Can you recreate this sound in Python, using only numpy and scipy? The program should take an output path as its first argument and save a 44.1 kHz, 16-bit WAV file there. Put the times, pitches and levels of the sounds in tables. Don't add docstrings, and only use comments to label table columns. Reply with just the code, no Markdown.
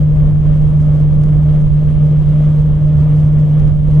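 import sys
import numpy as np
from scipy import signal
from scipy.fft import rfft, irfft
from scipy.io import wavfile
from scipy.ndimage import uniform_filter1d, minimum_filter1d

SR = 44100
rng = np.random.default_rng(int(sys.argv[2]) if len(sys.argv) > 2 else 0)


def generate_wav(signal):
    frames = np.transpose(np.atleast_2d(signal))
    scaled = np.clip(frames, -1, 1) * 32767
    pcm = np.round(scaled).astype(np.int16)
    wavfile.write(sys.argv[1], SR, pcm)


N = 176400
TIME = np.arange(N) / SR
WAVER_HZ = 15

# t/s, relative level/dB
AIR_SWELL = [(0, 2.5), (.12, -2), (.27, 1), (.38, -4.5), (.45, .3), (.56, -1.5), (1.0, -0.4), (1.13, -1.5),
             (1.23, 0.3), (1.38, -0.5), (1.61, 0.5), (1.69, -2.5), (1.82, -1), (2.25, -.7), (2.47, 1.5),
             (2.76, -1.7), (3.13, 1.1), (3.27, 0), (3.6, 0.6), (3.68, 2), (3.76, -4.5), (3.87, -0.5),
             (4, 2)]


def from_db(db):
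    return 10 ** (np.asarray(db) / 20)


def in_time(rows):
    times, *columns = np.transpose(rows)
    return np.array([np.interp(TIME, times, column) for column in columns])


def drift(corner_hz):
    hop, settle = 40, 2000
    pole = np.exp(-2 * np.pi * corner_hz * hop / SR)
    white = rng.standard_normal(N // hop + settle + 2)
    slow = signal.lfilter([1], [1, -2 * pole, pole * pole], white)[settle:]
    return np.interp(np.arange(N) / hop, np.arange(len(slow)), (slow - slow.mean()) / slow.std())


def coloured(spectrum):
    hz, db = np.transpose(spectrum)
    bin_hz = np.maximum(np.arange(N // 2 + 1) * SR / N, 1)
    density = from_db(np.interp(np.log(bin_hz), np.log(hz), db))
    roll_off = np.minimum(bin_hz / hz[0], 1) * np.minimum(hz[-1] / bin_hz, 1) ** 2
    return irfft(rfft(rng.standard_normal(N)) * density * roll_off, N) * np.sqrt(SR / 2)


def stereo(mid, side):
    return np.array([mid + side, mid - side])


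def tone(hz, rms_db, waver_db=1, waver_rad=0.51, waver_hz=2.7):
    phase = 2 * np.pi * (hz * TIME + rng.random()) + waver_rad * drift(waver_hz)
    return np.sqrt(2) * from_db(rms_db + waver_db * drift(waver_hz)) * np.sin(phase)


def fan_hum(blade_hz=151.23):
    # t/s, level/dB
    blade_level = [(0.03, -10.5), (0.16, -12), (0.22, -10), (0.42, -12), (0.46, -11), (1.64, -10),
                   (1.69, -14.5), (1.74, -10), (1.95, -13.5), (2.04, -8.5), (2.22, -11.5), (2.48, -9),
                   (2.77, -12), (3.03, -9), (3.61, -10), (3.82, -14.5), (3.88, -11), (3.97, -7)]
    # t/s, relative level/dB
    fourth_level = [(0, -46.5), (1.0, -47), (1.5, -45), (2.25, -49.5), (2.38, -38), (2.65, -47.5),
                    (2.95, -40.5), (3.25, -44.5), (3.7, -49.5), (4, -42.5)]
    # harmonic number, level/dB
    overtones = [(2, -43.5), (3, -49.5)]
    # f/Hz, level/dB
    machine_lines = [(144, -33), (216.7, -46), (355.5, -50), (471.3, -53), (588.1, -49.5), (705.9, -56.5),
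                     (839.8, -64.5), (959.4, -59.5), (1061, -63.5), (7853, -84), (7881, -84)]
    blade_db, = in_time(blade_level)
    fourth_db, = in_time(fourth_level)
    blade = tone(blade_hz, blade_db, waver_db=0.36, waver_rad=0.049, waver_hz=WAVER_HZ)
    fourth = tone(4 * blade_hz, fourth_db - 0.5, waver_db=0.36)
    lines = [(harmonic * blade_hz, db) for harmonic, db in overtones] + list(machine_lines)
    swing_db = blade_db - blade_db.mean()
    return blade + fourth + sum(tone(hz, db + swing_db) for hz, db in lines)


def patchy(sound, depth_db):
    flickering, rest = 0, sound
    for edge_hz in 100 * 2 ** np.arange(7):
        band = signal.sosfiltfilt(signal.butter(2, edge_hz, fs=SR, output="sos"), rest)
        flickering = flickering + band * from_db(depth_db * drift(corner_hz=3.4))
        rest = rest - band
    return flickering + rest


def air_rush(swell_share=0.88, flutter_db=0.8, side_db=-22):
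    # f/Hz, spectral density level/dB
    spectrum = [(30, -40.5), (100, -42.5), (185, -51), (280, -58), (390, -64), (470, -60), (600, -63),
                (780, -73), (930, -75.5), (1180, -75), (1500, -81.5), (2100, -84.5), (2600, -88),
                (3200, -86), (3900, -94.5), (5200, -104), (10000, -108)]
    swell_db, = in_time(AIR_SWELL)
    swing_db = swell_share * swell_db + flutter_db * drift(WAVER_HZ)
    mid = patchy(coloured(spectrum), depth_db=1.03)
    side = from_db(side_db) * coloured(spectrum)
    return from_db(swing_db) * stereo(mid, side)


def hiss(gain_db=-4, swell_share=0.73, flutter_db=2.2):
    # f/Hz, relative density level/dB
    spectrum = [(1000, -106), (3700, -105), (4400, -97), (7000, -99), (10300, -101.5), (11200, -107),
                (12100, -120)]
    swell_db, = in_time(AIR_SWELL)
    swing_db = swell_share * swell_db + flutter_db * drift(WAVER_HZ)
    return from_db(gain_db + swing_db) * stereo(coloured(spectrum), coloured(spectrum))


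def breeze(gain_db=-1, gust_db=0.7, gust_hz=11):
    # f/Hz, relative density level/dB
    spectrum = [(10, -38), (22, -31.5), (50, -30.5), (75, -31), (120, -40.5), (185, -45.5), (280, -58),
                (400, -72.5), (600, -87), (1200, -97.5)]
    # t/s, left level/dB, right level/dB
    port_levels = [(0, -3, -5.5), (.2, 1, -3.5), (.3, -10, 1), (.8, -9.5, 0), (1.5, -10, 0.5),
                   (1.68, -2, -1), (1.85, -12, 2), (2.4, -11.5, -2), (3.5, -10.5, -1.5), (3.76, -8.5, 3.5),
                   (4, -8, 0.5)]
    return np.array([coloured(spectrum) * from_db(gain_db + port_db + gust_db * drift(gust_hz))
                     for port_db in in_time(port_levels)])


def ticks(decay_s=0.0005, left_db=-26.5):
    # t/s, peak level/dB
    onsets = [(1.2377, -18.5), (3.5986, -22.5), (3.6782, -23.5)]
    impulses = np.zeros(N)
    for start_s, peak_db in onsets:
        impulses[int(start_s * SR)] = -from_db(peak_db)
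    pole = np.exp(-1 / (decay_s * SR))
    right = signal.lfilter([1], [1, -pole], impulses + 1e-18)
    return np.array([from_db(left_db) * right, right])


def scene():
    return fan_hum() + air_rush() + hiss() + breeze() + ticks()


def record(dry):
    window, fade_s, cutoff_hz = 265, 0.004, 12600
    allowed_gain = np.minimum(1 / (np.abs(dry) + 1e-9), 1)
    gain = minimum_filter1d(allowed_gain, 2 * window + 1, axis=1)
    for _ in range(2):
        gain = uniform_filter1d(gain, window, axis=1)
    fade_in = np.sin(np.pi / 2 * np.minimum(TIME / fade_s, 1)) ** 2
    low_pass = signal.cheby2(12, 40, cutoff_hz, fs=SR, output="sos")
    return signal.sosfiltfilt(low_pass, dry * gain * fade_in)


dry = scene()
out = record(dry)
generate_wav(out)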